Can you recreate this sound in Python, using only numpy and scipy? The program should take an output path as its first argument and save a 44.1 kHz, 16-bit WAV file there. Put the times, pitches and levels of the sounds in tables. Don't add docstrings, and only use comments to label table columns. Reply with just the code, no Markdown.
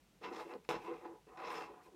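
import sys
import numpy as np
from scipy import signal
from scipy.fft import rfft, irfft
from scipy.io import wavfile
from scipy.ndimage import uniform_filter1d

SR = 44100
rng = np.random.default_rng(int(sys.argv[2]) if len(sys.argv) > 2 else 0)


def ratio(d):
    e = np.asarray(d, float) / 20
    return 10 ** e


def materialize(psi):
    bounded = np.clip(np.atleast_2d(psi).T, -1, 1)
    quanta = np.round(bounded * 32767).astype(np.int16)
    wavfile.write(sys.argv[1], SR, quanta)


N = 85995


def evened(x):
    return x / np.sqrt(np.mean(x ** 2) + 1e-20)


def coloured(x, spectrum):
    hz, level_db = np.transpose(spectrum)
    bins_hz = np.fft.rfftfreq(N, 1 / SR)
    weight_db = np.interp(np.log(bins_hz + 1), np.log(hz + 1), level_db)
    return irfft(rfft(x) * ratio(weight_db), N)


# f/Hz, level per Hz/dB
AIR_SPECTRUM = [(22, -21), (50, 6), (85, -4.5), (188, 4.5), (240, -3), (282, -2.5), (687, -9),
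                (1720, -14.5), (2250, -13.5), (3100, -14.5), (4910, -19), (5770, -18.5), (15600, -27)]
AIR_DB = -70.5


def air():
    return ratio(AIR_DB) * evened(coloured(rng.standard_normal(N), AIR_SPECTRUM))


# t/s, shell level/dB, desk level/dB, brightness level at BRIGHT_HZ/dB, hiss level before colouring/dB
MOVEMENT_CURVES = [
    [(0.208, -68, -51.5, -12, -96), (0.214, -59, -52.5, -13, -94), (0.245, -43.5, -51, -9, -80),
     (0.279, -52, -47, -10, -90), (0.299, -52.5, -55.5, -14, -88), (0.319, -45.5, -42.5, -30, -80),
     (0.329, -52.5, -49.5, -5.5, -81.5), (0.399, -48, -56, -8.5, -74), (0.427, -52, -56, -12.5, -78),
     (0.457, -59, -52.5, -14, -84), (0.511, -52.5, -59, -15.5, -80), (0.553, -52, -42.5, -26, -85),
     (0.563, -69, -58, -29, -94), (0.607, -98, -82, -17, -102), (0.65, -67, -79, -2, -100)],
    [(0.691, -38, -50, -5.5, -60), (0.718, -43.5, -43.5, -12, -67), (0.755, -43.5, -47, -12, -86),
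     (0.789, -58, -54.5, -10.5, -89), (0.847, -50, -54, -12, -78.5), (0.881, -46, -45.5, -18, -82),
     (0.919, -49, -47.5, -26, -87), (0.943, -52.5, -49.5, -17, -86), (0.985, -61, -63, -13.5, -88),
     (1.055, -49.5, -51, -25.5, -88), (1.063, -57.5, -57, -8, -89), (1.079, -56.5, -57.5, -27, -93),
     (1.135, -57.5, -53.5, -49, -92), (1.183, -69, -78, -52, -101), (1.23, -102, -81, -9, -98.5)],
    [(1.265, -71, -56, -11, -95), (1.281, -56.5, -64, -17, -97), (1.302, -60.5, -54.5, -31, -96),
     (1.365, -57, -84, -26, -101)],
    [(1.372, -51, -60, -13.5, -90), (1.41, -46, -52.5, -20, -84), (1.47, -45, -52, -10.5, -81),
     (1.522, -42, -53, -12.5, -68.5), (1.536, -45, -56.5, -14.5, -72), (1.556, -45.5, -47, -5.5, -72.5),
     (1.642, -50, -52.5, -10.5, -78), (1.668, -57, -60, -7, -91), (1.68, -52, -56.5, -27, -100),
     (1.72, -63, -54, -18, -101), (1.74, -57, -60, -28, -102), (1.812, -57, -65.5, -29, -103),
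     (1.834, -69, -71, -5, -79), (1.866, -60, -58.5, -16, -82), (1.906, -74, -68, -50, -101),
     (1.95, -68, -53, -16, -92)],
]


def movement_controls():
    t = np.arange(N) / SR
    point_s, *curves = np.transpose(np.concatenate(MOVEMENT_CURVES))
    moving = sum((t >= rows[0][0]) & (t <= rows[-1][0]) for rows in MOVEMENT_CURVES)
    gate = uniform_filter1d(moving * 1., size=44)
    return gate, [np.interp(t, point_s, curve) for curve in curves]


GRIT_PER_S, GRIT_SPREAD_DB = 8000, 2.5
CLUMP_DB, CLUMP_S = 1.5, .008


def grit():
    spread_db = GRIT_SPREAD_DB * np.minimum(rng.exponential(1, N), 5)
    size = ratio(spread_db) * rng.standard_normal(N)
    slow = uniform_filter1d(rng.standard_normal(N), int(CLUMP_S * SR))
    clumps = ratio(CLUMP_DB * evened(slow))
    impact = rng.random(N) < GRIT_PER_S / SR
    return evened(size * clumps * impact)


WANDER_DB, WANDER_S = 2.5, 0.049
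KEPT_SIGN = .75


def coupling():
    n = int(WANDER_S * SR)
    slow = uniform_filter1d(uniform_filter1d(rng.standard_normal(N), n), n)
    sign = np.where(rng.random(N) < KEPT_SIGN, 1., -1.)
    return ratio(WANDER_DB * evened(slow)) * sign


def ring(x, hz, width, order=2):
    r = np.exp(-np.pi * width / SR)
    pole = r * np.exp(2j * np.pi * hz / SR)
    for _ in range(order):
        x = signal.lfilter([1], [1, -pole], x)
    return np.sqrt(2 * (1 - r ** 2) ** (2 * order - 1) / (1 + r ** 2) ** (order - 1)) * x.real


def mode_gains(modes):
    gain = ratio(np.transpose(modes)[2])
    return gain / np.linalg.norm(gain) * (-1) ** np.arange(len(modes))


PIVOT_HZ, BRIGHT_HZ = 1113, 4510


def bright_share(hz):
    return max(np.log(hz / PIVOT_HZ) / np.log(BRIGHT_HZ / PIVOT_HZ), 0)


def without_lows(x):
    return signal.sosfilt(signal.butter(2, 282, "high", fs=SR, output="sos"), x)


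# f/Hz, level/dB
SCRAPE_SPECTRUM = [(2500, -32), (5000, 10.5), (7500, 6), (9000, 8.5), (10500, 1), (13000, 4.5), (15600, 0),
                   (15900, -24)]


def feet_hiss(noise):
    return coloured(noise, SCRAPE_SPECTRUM)


# f/Hz, width/Hz, level/dB
DESK_MODES = [(166.4, 35, -12.5), (199.8, 33, -6.5), (275.3, 53, -9.5), (350.6, 65, 1.5), (435.3, 48, 0.5),
              (483.8, 61, 1.5), (576, 79, -7.5)]
# t/s, level per octave/dB
DESK_TILT = [(.24, -6.5), (0.318, -19), (.42, 1), (.6, 3), (.71, 7), (.75, -10.5), (1.1, -2.5), (1.6, 0),
             (1.9, -7.5)]
TILT_PIVOT_HZ, TILT_FLOOR_HZ = 400, 330
# f/Hz, width/Hz, level/dB
SHELL_MODES = [(632, 24, -8), (752.6, 63, 4.5), (857, 74, 3.5), (979, 126, 2), (1039, 111, 3.5),
               (1238.4, 154, 3), (1466, 156, -1.5), (1675, 197, -0.5), (1888, 127, 0.5), (2088, 200, 1.5),
               (2502, 520, 5.5), (2684, 160, 3.5), (3300, 910, 1.5), (3990, 630, 0), (4600, 420, -2.5),
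               (5210, 300, 0), (5760, 1240, -3), (7000, 1450, -3)]


def sliding():
    gate, (shell_db, desk_db, bright_db, hiss_db) = movement_controls()
    rub = grit() * gate
    tilt_db = np.interp(np.arange(N) / SR, *np.transpose(DESK_TILT))
    body = np.zeros(N)
    for (hz, width, _), gain in zip(DESK_MODES, mode_gains(DESK_MODES)):
        octaves = np.log2(max(hz, TILT_FLOOR_HZ) / TILT_PIVOT_HZ)
        drive = rub * coupling() * ratio(desk_db + tilt_db * octaves)
        body += gain * ring(drive, hz, width)
    for (hz, width, _), gain in zip(SHELL_MODES, mode_gains(SHELL_MODES)):
        drive = rub * coupling() * ratio(shell_db + bright_share(hz) * bright_db)
        body += gain * ring(drive, hz, width)
    noise = rng.standard_normal(N) * gate * ratio(hiss_db)
    return without_lows(body) + feet_hiss(noise)


ROOM_T60_S, ROOM_DB = .18, -8


def room(x):
    taps = np.zeros(SR // 2)
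    at = np.arange(200, SR // 2 - 20, 20)
    at = at + rng.integers(0, 20, len(at))
    taps[at] = rng.choice([-1., 1.], len(at)) * ratio(-60 * at / SR / ROOM_T60_S)
    return ratio(ROOM_DB) * signal.fftconvolve(x, taps / np.linalg.norm(taps))[:N]


# t/s, shell level/dB, desk level/dB, brightness level at BRIGHT_HZ/dB, hiss level before colouring/dB
KNOCK_LEVELS = [(0.463, -64, -66, -17, -87), (0.538, -45.5, -49.5, -35, -90), (.690, -31, -35.5, -6, -55),
                (.692, -41.5, -39.5, -25, -73), (.704, -29.5, -43, -37, -83), (.711, -29, -49.5, -33, -78),
                (0.742, -55, -39.5, -15, -85), (.766, -51, -46, -23, -88), (1.374, -52, -60, -8, -85)]
CONTACT_S = 0.0013
RING_SHARE = 0.49
HIT_TOP_HZ = 5930


def contact(start_s):
    t = np.arange(N) / SR
    u = np.maximum(t - start_s, 0) / CONTACT_S
    return (t >= start_s) * np.exp(-u) * (1 + rng.standard_normal(N))


def knocking():
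    start_s, shell_db, desk_db, bright_db, hiss_db = np.transpose(KNOCK_LEVELS)
    blows = np.array([contact(s) for s in start_s])
    struck = np.zeros(N)
    desk_drive = ratio(desk_db) @ blows
    for (hz, width, _), gain in zip(DESK_MODES, mode_gains(DESK_MODES)):
        struck += abs(gain) * ring(desk_drive, hz, RING_SHARE * width, order=1)
    for (hz, width, _), gain in zip(SHELL_MODES, mode_gains(SHELL_MODES)):
        shell_drive = ratio(shell_db + bright_share(hz) * bright_db) @ blows
        struck += abs(gain) * ring(shell_drive, hz, RING_SHARE * width, order=1)
    body = signal.sosfilt(signal.butter(4, HIT_TOP_HZ, fs=SR, output="sos"), struck)
    return without_lows(body) + feet_hiss(ratio(hiss_db) @ blows)


# centre t/s, spread t/s, rms level at the centre/dB, lower f/Hz, upper f/Hz
DESK_SHAKE = (.75, .04, -65, 35, 170)


def thud():
    centre_s, spread_s, level_db, lo_hz, hi_hz = DESK_SHAKE
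    band = signal.butter(2, [lo_hz, hi_hz], "band", fs=SR, output="sos")
    low = evened(signal.sosfilt(band, rng.standard_normal(N)))
    envelope = np.exp(-.5 * ((np.arange(N) / SR - centre_s) / spread_s) ** 2)
    return ratio(level_db) * low * envelope


def scene():
    background = air()
    mouse = sliding() + knocking()
    return (background + mouse + room(mouse) + thud())[None]


def top_cut(x):
    return signal.sosfilt(signal.butter(12, 15770, fs=SR, output="sos"), x)


def record(dry):
    return top_cut(dry)


dry = scene()
out = record(dry)
materialize(out)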